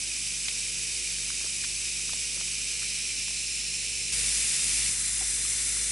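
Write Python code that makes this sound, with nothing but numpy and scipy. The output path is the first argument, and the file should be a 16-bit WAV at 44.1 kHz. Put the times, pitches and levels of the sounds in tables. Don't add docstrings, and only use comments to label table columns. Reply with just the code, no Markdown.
import sys
import numpy as np
from scipy import signal
from scipy.fft import rfft, irfft, next_fast_len
from scipy.io import wavfile

SR = 44100
rng = np.random.default_rng(int(sys.argv[2]) if len(sys.argv) > 2 else 0)


def waveform_to_disk(signal):
    frames = np.transpose(np.atleast_2d(signal))
    scaled = np.clip(frames, -1, 1) * 32767
    samples = np.round(scaled).astype(np.int16)
    wavfile.write(sys.argv[1], SR, samples)


def rack_gain(trim_db):
    fader = np.asarray(trim_db, float)
    return 10 ** (fader / 20)


N = 260631

CUTS_S = [4.123, 4.897]
# sizzle_db, left_over_right_db, diffuse_db, diffuse_tilt_db_per_octave
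CORONA = [
    (-31.6, -1.15, -14.8, 0),
    (-26.7, .35, -14.8, 1.6),
    (-28.5, 1.0, -15.2, 2.6),
]
# centre_hz, width_hz, level_db
WRENCH_HIGH_MODES = [(2440, 320, -1.5), (3110, 290, -5.5), (3330, 170, -6.5), (3750, 180, -4.0),
                     (4250, 290, -5.5), (4990, 290, -1.0), (5650, 330, -0.5), (6370, 240, -0.5),
                     (7050, 210, -2.0), (7700, 220, 1.5), (8370, 550, -2.5), (9200, 560, -3.0),
                     (9870, 350, -2.5), (10720, 360, -4.5)]
# centre_hz, width_hz, level_db
WRENCH_LOW_MODES = [(2430, 460, -1.0), (2960, 890, -4.5), (3280, 150, -4.0), (3670, 260, -10.0),
                    (4190, 230, -3.0), (4840, 200, -2.5), (5420, 310, 0.5), (6180, 310, -2.0),
                    (6810, 210, -2.5), (7490, 340, -1.0), (8300, 470, -3.5), (9010, 290, -2.0),
                    (9530, 490, -4.5), (10600, 900, -7.0)]
# centre_hz, width_hz, level_db
KEY_NEAR_MODES = [(2030, 900, -7.5), (2280, 460, 0.0), (2700, 570, -4.5), (3580, 230, -2.5),
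                  (3690, 160, -1.5), (4180, 270, -4.5), (4880, 290, -3.0), (5440, 240, 0.0),
                  (6030, 300, -1.0), (6930, 450, -1.5), (7680, 360, 0.0), (8270, 330, 1.0),
                  (8980, 700, 0.0), (9950, 590, -1.0), (10690, 400, 0.0)]
# centre_hz, width_hz, level_db
KEY_FAR_MODES = [(1670, 900, -14.5), (2130, 460, -5.0), (2780, 900, -10.0), (3420, 260, -7.5),
                 (3620, 140, -5.5), (4100, 240, -6.0), (4840, 190, -1.5), (5020, 440, -3.5),
                 (6060, 640, -3.0), (6890, 250, -1.5), (7580, 420, -0.5), (8230, 280, 1.5),
                 (9030, 720, -0.5), (9910, 430, -1.5), (10510, 490, -0.5)]
# start_s, end_s
SLIDE_S = [2.45, 3.3]
# frequency_hz, level_db
ECHO_SPECTRUM = [(900, -16), (1600, -8), (2400, -1.5), (4300, -1), (4650, -3), (5200, 0), (6300, 0),
                 (6700, -2), (7200, 0), (11000, -1)]
# speed_at_cut_hz, gain_hz_per_s
FAN_SPEED = [(50.28, .575), (52.7, .26), (51.3, .4)]
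FAN_DB = [-51.5, -53.5, -47]
# multiple_of_speed, level_db
FAN_ORDERS = [(2, -72), (3, -77), (5, -68), (7, -65)]
# speed_hz, level_db, cancel_s
TWIN_FAN = (51.1, -47.5, 4.56)
# pitch_hz, wrench_db, key_near_db, key_far_db
TONES = [(50.0, -80, -80, -60), (100, -76, -66, -67), (120, -60, -55, -58), (200, -75, -64, -67),
         (256.3, -85, -66, -80), (471.0, -74, -72, -73), (471.6, -68, -67, -68)]
# upper_hz, gap_hz, lower_share (ratio), swell_s
MOTOR_PAIR = (171.45, 2.38, .5, 2.04)
MOTOR_PAIR_DB = [-61, -61, -64]
HUM_PAN_DB = [-0.5, .3, -0.7]
# frequency_hz, density_db_per_hz
ROOM_SPECTRUM = [(15, -22), (30, -11), (60, -11.5), (90, -7.5), (160, -11), (225, -7), (300, -12),
                 (410, -11.5), (600, -16), (1050, -21), (1800, -36), (2500, -12.5), (5500, -29)]
ROOM_DB = [-53, -48.5, -51]
# frequency_hz, likeness (0 to 1)
LIKENESS = [(30, .99), (120, 0.66), (250, 0.64), (500, 0.068), (1000, 0.083), (2500, 0.2)]
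# start_s, peak_db, body_hz, breadth (ratio), crack_over_body_db
SNAPS = [
    (.482, -32, 1350, 1.7, 13.5),
    (1.302, -28.5, 1650, 1.44, 4),
    (1.638, -33, 1600, 1.3, 7),
    (1.645, -31.5, 1600, 1.4, 5),
    (2.819, -39, 1700, 1.5, 7),
    (2.829, -32, 1700, 1.4, 3),
    (4.209, -37, 1700, 1.2, 9),
]
# start_s, peak_db, body_hz,
# breadth (ratio)
KNOCKS = [(.461, -46, 1500, 1.4), (1.183, -39, 1700, 1.2), (1.231, -45, 1600, 1.3), (1.411, -37, 1100, 2.0),
          (1.42, -42, 1200, 1.8), (1.444, -41, 460, 1.4), (1.442, -37, 1750, 1.3), (1.462, -40, 1200, 1.34),
          (2.093, -32, 1490, 1.44), (2.133, -28.5, 1050, 2.4), (2.364, -47, 500, 1.25),
          (2.376, -41, 800, 2.1), (2.397, -46, 900, 1.6), (2.41, -32.5, 1050, 1.74),
          (3.281, -33, 1500, 1.8), (3.307, -42, 800, 2.0), (4.14, -52.5, 470, 0.99),
          (5.209, -39, 816, 1.115), (5.213, -46, 330, 1.26), (5.226, -37, 650, 2.2),
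          (5.449, -43, 1210, 1.1), (5.767, -41, 1200, 1.2)]


def viewpoint():
    return np.searchsorted(CUTS_S, np.arange(N) / SR)


def in_view(values):
    return np.array(values)[viewpoint()]


def rms_one(x):
    return x / np.sqrt(np.mean(x ** 2) + 1e-20)


def at_hz(points, hz):
    table_hz, values = np.array(points).T
    return np.interp(np.log(hz), np.log(table_hz), values)


def drift(rate_hz):
    step = 40
    pole = np.exp(-2 * np.pi * rate_hz * step / SR)
    noise = rng.standard_normal(N // step + 2002)
    slow = signal.lfilter([1], [1, -2 * pole, pole * pole], noise)[2000:]
    return np.interp(np.arange(N) / step, np.arange(len(slow)), rms_one(slow))


def filtered(x, response):
    size = next_fast_len(N)
    hz = np.maximum(np.arange(size // 2 + 1) * SR / size, 1)
    return irfft(rfft(x, size) * response(hz), size)[..., :N]


def resonances(modes):
    def response(hz):
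        bank = 0
        for k, (centre_hz, width_hz, level_db) in enumerate(modes):
            detuning = (hz - centre_hz ** 2 / hz) / width_hz
            bank = bank + (-1) ** k * rack_gain(level_db) / (1 + 1j * detuning)
        low = 900 / hz
        return bank / (1 - np.sqrt(2) * 1j * low - low ** 2) * (hz < 11200)
    return response


def streamers(per_s, spread_db, throb_db):
    ripple_hz, ripple_turns = 100.04, .49
    turns = ripple_hz * np.arange(N) / SR - ripple_turns
    throb = throb_db * (1 + 0.1 * drift(2.1)) * np.cos(2 * np.pi * turns)
    sizes = rack_gain(spread_db * np.minimum(rng.exponential(1, N), 4)) * rng.choice([-1, 1], N)
    sparks = sizes * (rng.random(N) < per_s / SR)
    return sparks * rack_gain(throb + 0.1 * drift(5.4) + 0.4 * drift(39.0))


def diffuse_return(scattered, tilt_db):
    def response(hz):
        return rack_gain(at_hz(ECHO_SPECTRUM, hz) + tilt_db * np.log2(hz)) * (hz < 11200)
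    return rms_one(filtered(scattered, response))


def corona():
    level_db, pan_db, diffuse_db, _ = in_view(CORONA).T
    sparks = streamers(per_s=26000.0, spread_db=1.9, throb_db=1.0)
    colours = [WRENCH_HIGH_MODES, WRENCH_LOW_MODES, KEY_NEAR_MODES, KEY_FAR_MODES]
    high, low, near, far = [rms_one(filtered(sparks, resonances(modes))) for modes in colours]

    slid = np.interp(np.arange(N) / SR, SLIDE_S, [0, 1])
    alike = np.mean(high * low)
    slide_rms = np.sqrt(1 - 2 * (1 - alike) * slid * (1 - slid))
    wrench = (high + slid * (low - high)) / slide_rms
    direct = np.choose(viewpoint(), [wrench, near, far])

    scattered = rng.standard_normal(N)
    returns = [diffuse_return(scattered, tilt_db) for *_, tilt_db in CORONA]
    diffuse = rack_gain(diffuse_db) * np.choose(viewpoint(), returns)
    sides = direct + diffuse * [[1], [-1]]
    return sides * rack_gain(level_db + pan_db * [[.5], [-.5]])


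def fan():
    start_hz, gain_hz = in_view(FAN_SPEED).T
    since_cut_s = np.arange(N) / SR - in_view([0, *CUTS_S])
    turns = np.cumsum(start_hz + gain_hz * since_cut_s) / SR
    shaft = rack_gain(in_view(FAN_DB) + .5 * drift(2.7)) * np.sin(2 * np.pi * turns)

    blades = np.zeros(N)
    for order, level_db in FAN_ORDERS:
        phase_turns = order * turns + rng.random()
        blades += rack_gain(level_db + 1.8 * drift(4.0)) * np.sin(2 * np.pi * phase_turns)

    twin_hz, twin_db, cancel_s = TWIN_FAN
    twin_turns = twin_hz * (np.arange(N) / SR - cancel_s) + turns[round(cancel_s * SR)]
    twin = -rack_gain(twin_db) * np.sin(2 * np.pi * twin_turns) * (viewpoint() == 1)
    return np.sqrt(2) * (shaft + blades + twin)


def motors():
    t, out = np.arange(N) / SR, np.zeros(N)
    for pitch_hz, *levels_db in TONES:
        level_db = in_view(levels_db) + 1.0 * drift(2.4)
        turns = pitch_hz * t + .03 * drift(2.0) + rng.random()
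        out += np.sqrt(2) * rack_gain(level_db) * np.sin(2 * np.pi * turns)
    return out


def motor_pair():
    upper_hz, gap_hz, lower_share, swell_s = MOTOR_PAIR
    t = np.arange(N) / SR - swell_s
    upper = np.cos(2 * np.pi * upper_hz * t)
    lower = lower_share * np.cos(2 * np.pi * (upper_hz - gap_hz) * t)
    return np.sqrt(2) * rack_gain(in_view(MOTOR_PAIR_DB)) * (upper + lower)


def room_air():
    def part(sign):
        def response(hz):
            alike = np.clip(at_hz(LIKENESS, hz), 0, 1)
            return rack_gain(at_hz(ROOM_SPECTRUM, hz)) * np.sqrt(1 + sign * alike)
        return filtered(rng.standard_normal(N), response)
    mid, side = part(1), part(-1)
    return rack_gain(in_view(ROOM_DB) + 0.32 * drift(6.9)) * rms_one(mid + side * [[1], [-1]])


def ticks():
    rattle_s, ring_cycles = 0.023, 12
    knock_crack_db = 2.5
    out, t = np.zeros((2, N)), np.arange(round(.14 * SR)) / SR
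    rows = SNAPS + [(*row, knock_crack_db) for row in KNOCKS]
    noise = rng.standard_normal((len(rows), 3, len(t)))
    impulse = 20 * (np.arange(len(t)) == 30)
    crack_band = signal.butter(2, [1900, 4300], "band", fs=SR, output="sos")
    for (start_s, peak_db, body_hz, breadth, crack_db), rattle in zip(rows, noise):
        breadth = max(breadth, 1.02)
        t60 = rattle_s + ring_cycles / (body_hz * (breadth - 1 / breadth))
        rattle = rattle * rack_gain(-60 * t / t60) * np.minimum(t / 0.0015, 1)
        knock = rattle[0] + .35 * rattle[1:] + impulse
        body_edges_hz = [body_hz / breadth, body_hz * breadth]
        body_band = signal.butter(3, body_edges_hz, "band", fs=SR, output="sos")
        body = signal.sosfilt(body_band, knock)
        crack = signal.sosfilt(crack_band, rattle[1:] + 0.089 * knock)
        tick = body / np.abs(body).max() + rack_gain(crack_db) * crack / np.abs(crack).max()
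        at = round(start_s * SR)
        out[:, at:at + len(t)] += rack_gain(peak_db) * tick
    return out


def scene():
    hum = (fan() + motors() + motor_pair()) * rack_gain(in_view(HUM_PAN_DB) * [[.5], [-.5]])
    return corona() + hum + room_air() + ticks()


def wall(hz):
    return rack_gain(-np.clip((hz - 11000) * .42, 0, 70))


def roll_off(x):
    return signal.sosfilt(signal.butter(12, 12310, fs=SR, output="sos"), x)


def record(dry):
    mix = filtered(dry, wall)
    return roll_off(mix)


dry = scene()
out = record(dry)
waveform_to_disk(out)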